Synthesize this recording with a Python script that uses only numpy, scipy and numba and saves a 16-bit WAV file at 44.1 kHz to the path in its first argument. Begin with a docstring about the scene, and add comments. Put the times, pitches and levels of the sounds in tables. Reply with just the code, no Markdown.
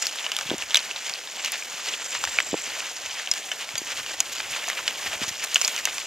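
"""Tyres of a mountain bike crush grit and burnt leaves on a dry trail, as dense short damped rings over a hiss.
Twigs snap as one ringing pitch with a spray of splinters; rumble and bumps reach the camera through the frame.
A sparrow whistles fast falling notes far off.
The rider's small camera hears through two ports: all but the frame sound reaches the right one a little first."""
import sys
import numpy as np
from scipy import signal
from scipy.fft import rfft, irfft
from scipy.io import wavfile
from scipy.ndimage import uniform_filter1d, minimum_filter1d, map_coordinates
from numba import njit

SR = 44100
rng = np.random.default_rng(int(sys.argv[2]) if len(sys.argv) > 2 else 0)


def materialize(psi):
    """Save the field psi as 16-bit PCM at rate SR to the path in sys.argv[1].

    A 1-D psi becomes a single channel; in a 2-D psi each row is a channel.
    """
    bounded = np.clip(np.atleast_2d(psi).T, -1, 1)
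    quanta = np.round(bounded * 32767).astype(np.int16)
    wavfile.write(sys.argv[1], SR, quanta)


N = 267246
PORT_LAG, LAG_SPREAD = .95, .4  # samples: how late the left port is, and how much that varies with direction


# Tone of the crushed ground, with the camera housing: pitch_hz, relative level_db [dB per Hz]
LITTER_TONE = [(60, -66.5), (190, -17), (600, -4.5), (1200, -5.5), (2300, -0.5), (3000, 0.5), (4000, -5),
               (5500, -4), (6900, -1.5), (7900, -8.5), (10500, -15.5), (14000, -15), (15300, -18.5),
               (16300, -84)]
# Steady bed of grit under the tyres: start_s, relative level_db, extra_at_6khz_db, extra_from_12khz_db
GRIT_BED = [(0.0, -36, 3, -2), (0.29, -35.5, -3, -2.5), (1.5, -38.5, 0.5, -2), (1.59, -37, 0.5, 0.5),
            (3.22, -37, 1, -2.5), (3.43, -37.5, -1.5, 0), (4.32, -36.5, -1.5, 0), (5.1, -33.5, -3, -0.5),
            (5.38, -37.5, 3, 1), (5.67, -35, -4.5, 5.5), (6.06, -36.5, 2.5, -0.5)]
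# Pitches where those three levels apply: pitch_hz
BED_PITCHES_HZ = [3000, 6000, 12000]


def litter(per_s=14000., fine=0.553, scatter_db=2.5, biggest=4.44, cycles=7.9, rise=0.27,
           clump_s=.012, clump_db=1.78, patch_s=.02, patch_db=2.5,
           dust_db=-7.0, sift_s=.08, sift_db=2.5, stir=0.65, apart=.55, litter_db=-32.5):
    """Grains of every size break in small clumps over sifting sand; both grow louder while a leaf is crushed."""
    bed_s, bed_db, treble_db, top_db = np.transpose(GRIT_BED)
    u = rng.random((150000, 5)).T
    start_s = np.cumsum(-np.log(1 - u[0]) / per_s)
    heard = start_s < N / SR
    start_s, u = start_s[heard], u[:, heard]
    # small bright grains are the most common: each higher octave holds more
    hz = np.maximum(16500 * u[1] ** (1 / fine), 150)

    db = np.interp(start_s, bed_s, bed_db) + crunching(start_s, hz)
    for extra_db, weights in ((treble_db, [0, 1, 0]), (top_db, [0, 0, 1])):
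        weight = np.interp(np.log(hz), np.log(BED_PITCHES_HZ), weights)
        db += np.interp(start_s, bed_s, extra_db) * weight
    # each leaf crumbles as one
    db += clump_db * np.interp(start_s / clump_s, np.arange(2000), rng.standard_normal(2000))
    # and in its own range of pitch: one random level per half octave and patch_s
    half_octave = 2 * np.log2(hz / 300).clip(0)
    patches = rng.standard_normal((12, 1000))
    db += patch_db * map_coordinates(patches, [half_octave, start_s / patch_s], order=1)
    # a few grains are much stronger than the rest
    db += scatter_db * np.minimum(-np.log(1 - u[2]), biggest)
    size = hz ** (1 - fine / 2) * undb(db)  # size by pitch keeps the sum white
    lag = PORT_LAG + LAG_SPREAD * np.sqrt(12) * (u[3] - .5)
    grains = rings(start_s * SR, lag, hz, cycles * (.5 + u[4]), size, rise, N, 1. * SR)

    # sand is too fine for single grains: a hiss, its treble partly unlike at the two ports
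    sand = late(rng.standard_normal(N), PORT_LAG)
    sand = sand + apart * high(rng.standard_normal((2, N)), 3900.0)
    now = np.arange(N) / SR
    # the sand lies unevenly
    drift_db = sift_db * np.interp(now / sift_s, np.arange(200), rng.standard_normal(200))
    steady_db = np.interp(now, bed_s, bed_db + (treble_db + top_db) / 2)
    stir_db = stir * crunching(now, 0 * now + BED_PITCHES_HZ[0])
    sand *= undb(steady_db + drift_db + stir_db)
    ground = level(grains, 0) + level(sand, dust_db)
    return level(colour(ground, LITTER_TONE), litter_db)


# Leaves and cones crushed, some at the same time, not strictly in order of start:
# start_s, length_s, level over the bed level_db, centre pitch_hz
CRUSHED = [(0.015, 0.085, 7.5, 5500), (0.11, 0.036, 5, 2960), (.163, 0.047, 4, 2700),
           (0.225, 0.043, 4, 2800), (.307, 0.13, 2.5, 3200), (0.466, 0.092, 2.5, 2780),
           (0.577, 0.066, 6.5, 2980), (0.812, 0.058, 3.5, 4500), (.9, 0.021, 4.5, 2830),
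           (0.956, 0.039, 6, 3500), (.694, .12, 6.5, 3450), (1.031, 0.13, 5.5, 3370),
           (1.385, 0.032, 7, 1500), (1.429, 0.062, 8.5, 2870), (1.477, .1, 6, 2230),
           (1.62, 0.046, -0.5, 2490), (1.717, 0.15, 3.5, 3010), (1.867, 0.04, 9, 2810),
           (1.9, 0.057, 7, 2200), (1.998, 0.031, 6.5, 2750), (2.113, 0.073, 9, 2440),
           (2.21, 0.087, 4.5, 2230), (2.21, .05, 6, 11000), (2.3, 0.1, 6.5, 3040), (2.56, 0.063, 4.5, 3020),
           (2.635, 0.13, 3.5, 3000), (2.783, 0.14, 5.5, 2670), (3.028, 0.13, 5, 2920),
           (3.145, 0.12, 4.5, 2400), (3.344, .04, 6.5, 4500), (3.59, 0.049, 6, 2780),
           (3.862, 0.084, 7.5, 2860), (3.954, 0.052, 7, 2740), (4.09, 0.031, 9.5, 1190),
           (4.256, 0.021, 4, 2960), (4.318, .02, 10, 11000), (4.351, 0.063, 6, 2700),
           (4.505, .02, 9, 11000), (4.516, 0.077, 6.5, 3120), (4.574, 0.078, 4.5, 2610),
           (4.632, .015, 8, 11000), (4.652, 0.081, 6, 2390), (4.768, 0.042, 6, 2200),
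           (4.854, 0.058, 4.5, 2870), (4.969, 0.033, 5.5, 2490), (5.007, 0.043, 6, 3500),
           (5.058, 0.023, 6, 2200), (5.112, 0.046, 9.5, 1410), (5.205, 0.044, 9.5, 2180),
           (5.28, .018, 8, 11000), (5.386, 0.023, 7, 3500), (5.422, 0.025, 10, 2300),
           (5.435, .015, 11, 13000), (5.49, 0.23, 5, 3410), (5.726, .095, 5, 3210), (5.87, 0.036, 6, 1500),
           (5.928, .05, 2.5, 6500), (5.992, 0.028, 2.5, 2910)]


def crunching(t, hz, half_width_octaves=1):
    """Gain in dB at times t and pitches hz: each crunch swells, fades and favours its own range."""
    power = np.ones(len(t))
    for start_s, length_s, level_db, centre_hz in CRUSHED:
        a, b = np.searchsorted(t, [start_s, start_s + length_s])
        swell = np.sqrt(np.sin(np.pi * (t[a:b] - start_s) / length_s))
        octaves = np.log2(hz[a:b] / centre_hz)
        near = np.exp(-.5 * (octaves / half_width_octaves) ** 2)
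        power[a:b] += (undb(level_db) ** 2 - 1) * swell * near
    return 10 * np.log10(power.clip(.01))


# Twigs and leaf stems that break, levels relative:
# start_s, ring_level_db, ring_pitch_hz, splinter_level_db, brightness_db (per band), fade_s (to lose 60 dB)
TWIGS = [(.0235, -16, 6900, -14, 0.5, 0.036), (0.0562, -12, 5490, -30, 0, 0.013),
         (.0685, -3, 4520, -8, 5.5, 0.0041), (.2426, -13, 2890, -18, -2, 0.006),
         (.2644, -7.5, 2930, -15, -4, .011), (0.3177, -13, 2970, -12, 0.5, 0.013),
         (.3495, -11, 3420, -24, 2, .0035), (0.3658, -4.5, 3430, -10, 9, 0.0059),
         (0.3875, -20, 2450, -8, -0.5, 0.0082), (.4105, -22, 5450, -13, -5, 0.011),
         (.4988, -7.5, 3220, -16, 2, 0.0059), (.5047, -10, 3150, -10.5, -7, 0.004),
         (.5818, -21, 7000, -19, 3, 0.0082), (0.6226, -7, 2800, -27, 0, 0.0044),
         (0.7074, -11.5, 2860, -9, -0.5, 0.0039), (.7127, -7, 3240, -31, -4, 0.0036),
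         (0.7451, 8, 3750, 2, 1, 0.0052), (0.7563, 8.5, 3370, -2.5, 7, 0.0065),
         (0.7615, -3, 3950, -12, 2, 0.011), (0.7704, -5, 3010, -5, 3, 0.019),
         (0.7915, -7.5, 4350, -27, -1, 0.0055), (0.912, -8, 2720, -30, 9, .0072),
         (.9617, -11, 3750, -19, -4, 0.0065), (1.0953, -18, 2470, -12.5, 2.5, 0.012),
         (1.1381, -4, 4700, -40, 0, 0.0032), (1.158, -12, 2850, -42, -5, 0.0041),
         (1.2737, -13, 3700, -22, -8, 0.0054), (1.4467, -12.5, 2800, -12.5, 4.5, 0.019),
         (1.4597, -6.5, 2920, -15, 11, 0.0079), (1.52, -16.5, 7060, -24.5, 16, .01),
         (1.624, -13.5, 2420, -33, 0, 0.011), (2.0614, -22, 2660, -23, -5, 0.0065),
         (2.1508, -6, 1800, -13.5, -3, 0.0052), (2.2397, -1.5, 1240, 0.5, 3, 0.0049),
         (2.2516, -13, 2250, -9, 5.5, .0055), (2.2746, -10.5, 1720, -18, -4.5, 0.0067),
         (2.3871, 5.5, 2350, -18, -9.5, 0.0085), (2.4028, -1, 1950, -4, 1, 0.0055),
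         (2.8044, -6.5, 2630, -19, -5.5, 0.005), (3.1972, -13, 1860, -31, 0, 0.0065),
         (3.2738, -6.5, 2940, -18, -3, 0.0054), (3.3139, -2, 5220, -8, 3.5, 0.019),
         (3.3375, -20, 3540, -9.5, 3, 0.0064), (3.516, -12, 3020, -13, -2, 0.021),
         (3.69, -17, 2280, -18, 1.5, 0.0097), (3.7548, -16, 3420, -12.5, -3, 0.0095),
         (3.779, -15.5, 4700, -20, 6, 0.039), (3.7821, -11, 6500, -18, 8, .011),
         (4.063, -16, 3090, -15, 0, 0.0076), (4.2037, 2.5, 6830, 1, 1.5, 0.008),
         (4.4025, -13, 3130, -10, -6.5, 0.0042), (4.5623, -14, 3070, -15, -4.5, 0.012),
         (4.6806, -8, 2500, -34, -20, 0.0027), (4.6852, -14.5, 6630, -15.5, 4, 0.013),
         (4.7002, -2, 1980, -6, 5, .0045), (4.7311, -17, 3070, -21.5, -7, .007),
         (4.7903, -18, 1640, -20.5, -8.5, 0.0062), (4.8787, -3.5, 2920, -6.5, 0, 0.015),
         (4.9092, -19, 2140, -13.5, 0.5, 0.0031), (5.545, -2, 6700, -14, 8, 0.0085),
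         (5.558, 7.5, 2900, 1, -1, 0.0068), (5.5665, -2, 3030, -18.5, -11, 0.0055),
         (5.6145, -11, 6800, -3.5, -1.5, 0.0075), (5.619, -4, 6710, -15, 16, .0047),
         (5.6474, -7.5, 4590, -10, 6, 0.018), (5.6539, -13, 5340, -18, 0, 0.022),
         (5.6779, -6, 6800, -7, 2, 0.0079), (5.6817, -3, 2430, -6, 1, 0.0036),
         (5.7636, -6, 6400, -15, -6, .0028), (5.778, -14, 2880, -16, 5, .015),
         (5.7885, -16, 2450, -13, 1, 0.009), (5.8535, -5, 2770, -1, 6.5, 0.0083),
         (5.8732, -8, 1970, -13.5, -9.5, 0.0049), (5.9818, -12, 2440, -12, 0.5, 0.0094)]
# Bands of splinters: low_hz, high_hz, share of the twig's fade_s [ratio], relative level_db
SPLINTER_BANDS = [(533, 1800, 2.4, -11), (2080, 4100, 2.1, -8), (4240, 9200, 1.3, -5),
                  (9380, 15400, 0.56, -12)]


def snaps(ring_db=-4.0, spread=0.89, fall_db=20.0, away_db_per_octave=3.5, rise=0.3, thin_hz=537.0):
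    """Each break rings its own pitch and a spray of splinter modes in four bands; treble dies first."""
    start_s, peak_db, ring_hz, splinter_db, bright_db, fade_s = np.vstack([TWIGS, small_snaps()]).T
    parts = 9  # splinters in each band
    u = rng.random((len(start_s), 4, parts, 3))
    lag = PORT_LAG + LAG_SPREAD * rng.standard_normal(len(start_s))
    out = rings(start_s * SR, lag, ring_hz, fade_s * ring_hz, undb(peak_db + ring_db), rise, N, 1. * SR)
    tone_hz, tone_db = np.transpose(LITTER_TONE)
    for k, (low_hz, high_hz, share, band_db) in enumerate(SPLINTER_BANDS):
        hz = low_hz * (high_hz / low_hz) ** ((np.arange(parts) + u[:, k, :, 0]) / parts)
        # splinters trail the first crack, ever fainter
        wait = u[:, k, :, 1] ** 5
        ring_s = share * fade_s[:, None] + 0 * hz
        start = start_s[:, None] + spread * ring_s * wait
        housing_db = np.interp(np.log(hz), np.log(tone_hz), tone_db)
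        # splinters are weaker far from the ring of the twig
        away_db = away_db_per_octave * np.abs(np.log2(hz / ring_hz[:, None]))
        twig_db = (splinter_db + bright_db * (k - 3 / 2) + band_db)[:, None]
        db = twig_db + housing_db - housing_db.mean() - away_db - fall_db * np.sqrt(wait)
        size = undb(db) / 2 * np.sign(u[:, k, :, 2] - .5)
        out += rings(start.ravel() * SR, np.repeat(lag, parts), hz.ravel(), (ring_s * hz).ravel(),
                     size.ravel(), rise, N, 1. * SR)
    return high(out, thin_hz, order=4)  # twigs are too small to radiate bass


def small_snaps(count=320, faintest_db=-26.5, scatter_db=3.5, typical_fade_s=.003):
    """Rows like those of TWIGS for tiny stems that break at random moments and pitches."""
    u = rng.random((count, 5)).T
    start_s = u[0] * N / SR
    db = faintest_db + scatter_db * np.minimum(-np.log(1 - u[1]), 3)
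    ring_hz = 1500 * 4.5 ** u[2]
    bright_db = 6.8 * (u[3] - .5)
    return np.transpose([start_s, db, ring_hz, db - 9.0, bright_db, typical_fade_s * (.5 + u[4])])


# Tone of the rolling rumble: pitch_hz, relative level_db [dB per Hz]
RUMBLE_TONE = [(15, -22), (30, -5), (50, -3), (80, 2), (130, 1), (200, -12.5), (300, 0), (500, -28)]
# Loudness of the rolling rumble before its flicker: start_s, level_db
RUMBLE_LEVEL = [(0.0, -70), (0.17, -76.5), (0.42, -70), (0.61, -57), (0.78, -70), (1.25, -75), (2.16, -64),
                (2.34, -59.5), (3.17, -70), (3.34, -73), (3.9, -63), (4.23, -63.5), (4.4, -62),
                (4.89, -63.5), (5.16, -54), (5.21, -57), (5.42, -68), (6.06, -67)]
# Bumps through the frame: start_s, relative level_db, pitch_hz
BUMPS = [(0.457, -30, 137), (.491, -27, 183), (.506, -22, 325), (0.5141, -7.5, 300), (0.524, -18, 455),
         (0.5297, -19, 300), (0.5375, -13, 373), (0.5423, -16.5, 240), (1.103, -39, 176), (1.739, -38, 170),
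         (2.53, -9, 267), (2.5412, -3.5, 416), (2.547, -16, 316), (3.739, -31.5, 125), (3.8163, -21.5, 333),
         (5.06, -28, 230), (5.155, -36, 90), (5.2157, -18, 233), (5.228, -30, 110), (5.276, -32, 99),
         (5.309, -33, 94)]


def frame(push_db=1.0, knock_cycles=4.44, rise=0.43, upper=2.15, upper_db=-3.0, soften_hz=1370.0,
          flicker_db=5.5):
    """Rumble and dull knocks, noise and damped rings, come through the mount, alike at both ports."""
    now = np.arange(N) / SR
    roll_s, roll_db = np.transpose(RUMBLE_LEVEL)
    # the rumble flickers: 25 random levels a second, joined by lines
    wobble_db = flicker_db * np.interp(now * 25, np.arange(200), rng.standard_normal(200))
    roll = level(colour(rng.standard_normal((1, N)), RUMBLE_TONE)[0], 0)
    roll *= undb(np.interp(now, roll_s, roll_db) + wobble_db)

    start_s, db, hz = np.transpose(BUMPS)
    cycles = knock_cycles + 0 * start_s  # to lose 60 dB
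    start, lag = start_s * SR, 0 * start_s
    knocks = rings(start, lag, hz, cycles, -undb(db + push_db), rise, N, 1. * SR)[1]
    # second mode of the mount
    knocks += rings(start, lag, upper * hz, cycles, undb(db + upper_db), rise, N, 1. * SR)[1]
    soften = signal.butter(2, soften_hz, fs=SR, output="sos")
    return roll + signal.sosfilt(soften, high(knocks, 94.0))


# Sparrow phrases, before small random changes to each note:
# start_s, first_top_hz, last_top_hz, first_level_db, middle_level_db, last_level_db
PHRASES = [(1.379, 7770, 7740, -33, -32, -36), (1.91, 7600, 7770, -33.5, -29, -32)]


def sparrow(note_s=0.0089, drop_hz=850, notes_per_s=46.87, echo_s=0.014, echo_db=-15.0,
            vary_db=2.0, loose_s=.0006):
    """Quick whistles, each a sine falling in pitch; trunks send back a faint repeat."""
    out = np.zeros(N)
    t = np.arange(int(note_s * SR)) / SR
    for notes, (start_s, first_hz, last_hz, *levels_db) in zip([3, 35], PHRASES):  # notes in each phrase
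        for k, chance in enumerate(rng.standard_normal((notes, 3))):
            along = k / (notes - 1)
            top_hz = first_hz + (last_hz - first_hz) * along + 30 * chance[0]
            hz = top_hz - drop_hz * (t / note_s) ** 1.54
            swell = np.sin(np.pi * t / note_s) ** .5
            note = swell * np.sin(2 * np.pi * np.cumsum(hz) / SR)
            db = np.interp(along, [0, .5, 1], levels_db) + vary_db * chance[1]
            i = int((start_s + k / notes_per_s + loose_s * chance[2]) * SR)
            out[i:i + len(t)] += note * undb(db)
    echo = undb(echo_db) * np.roll(out, int(echo_s * SR))
    return late(out + echo, PORT_LAG)


@njit
def rings(start, lag, hz, cycles, size, rise, n, sr):
    """Damped sines that swell over rise cycles and lose 60 dB in their cycles; left is lag samples late."""
    out = np.zeros((2, n))
    for g in range(len(start)):
        w = 2 * np.pi * hz[g] / sr
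        pole = w * (1j - np.log(1000) / (2 * np.pi * cycles[g]))
        swell = -hz[g] / sr / rise
        p, q = np.exp(pole), np.exp(swell)  # change from one sample to the next
        for c in range(2):
            t = start[g] + (lag[g] if c == 0 else 0.)
            i = int(t) + 1
            z = size[g] * np.exp(pole * (i - t))
            shut = np.exp(swell * (i - t))
            for j in range(max(i, 0), min(n, i + int(cycles[g] * sr / hz[g]) + 1)):
                out[c, j] += z.imag * (1 - shut)
                z *= p
                shut *= q
    return out


def late(x, lag):
    """Both ports of one sound, left lag samples late."""
    spectrum = rfft(x)
    turn = np.exp(-2j * np.pi * lag * np.arange(len(spectrum)) / len(x))
    return np.array([irfft(spectrum * turn, len(x)), x])


def colour(x, points):
    """Causal filter through (Hz, dB) points, built from the cepstrum of the log gain."""
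    hz, db = np.transpose(points)
    size = 4096
    grid_hz = np.arange(size // 2 + 1) * SR / size + 1
    ceps = irfft(np.log(undb(np.interp(np.log(grid_hz), np.log(hz), db))))
    # folding the later half onto the first makes the filter causal
    ceps[1:size // 2] *= 2
    ceps[size // 2 + 1:] = 0
    return signal.fftconvolve(x, irfft(np.exp(rfft(ceps)))[None], axes=1)[:, :N]


def high(x, hz, order=2):
    """High-pass: take away the bass below hz."""
    return signal.sosfilt(signal.butter(order, hz, "high", fs=SR, output="sos"), x)


def undb(db):
    """Decibels to gain."""
    return 10 ** (np.asarray(db) / 20)


def level(x, db):
    """Scale to an rms level."""
    return x * undb(db) / np.sqrt(np.mean(x ** 2))


def scene():
    """All sources at the two ports."""
    return litter() + snaps() + frame() + sparrow()


def record(dry, mono_below_hz=950, top_hz=16000):
    """The bass is made alike in both channels; a quick limiter holds the hardest snaps and the top is cut."""
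    mid, side = (dry[0] + dry[1]) / 2, (dry[0] - dry[1]) / 2
    # the difference between the channels fades out below mono_below_hz
    side = signal.sosfiltfilt(signal.butter(1, mono_below_hz, "high", fs=SR, output="sos"), side)
    both = np.array([mid + side, mid - side])
    room = np.minimum(1, .97 / (np.abs(both).max(axis=0) + 1e-9))
    # the gain dips around each peak, with smoothed edges
    gain = uniform_filter1d(minimum_filter1d(room, size=21), size=11)
    return signal.sosfilt(signal.ellip(8, .2, 70, top_hz, fs=SR, output="sos"), both * gain)


dry = scene()
out = record(dry)
materialize(out)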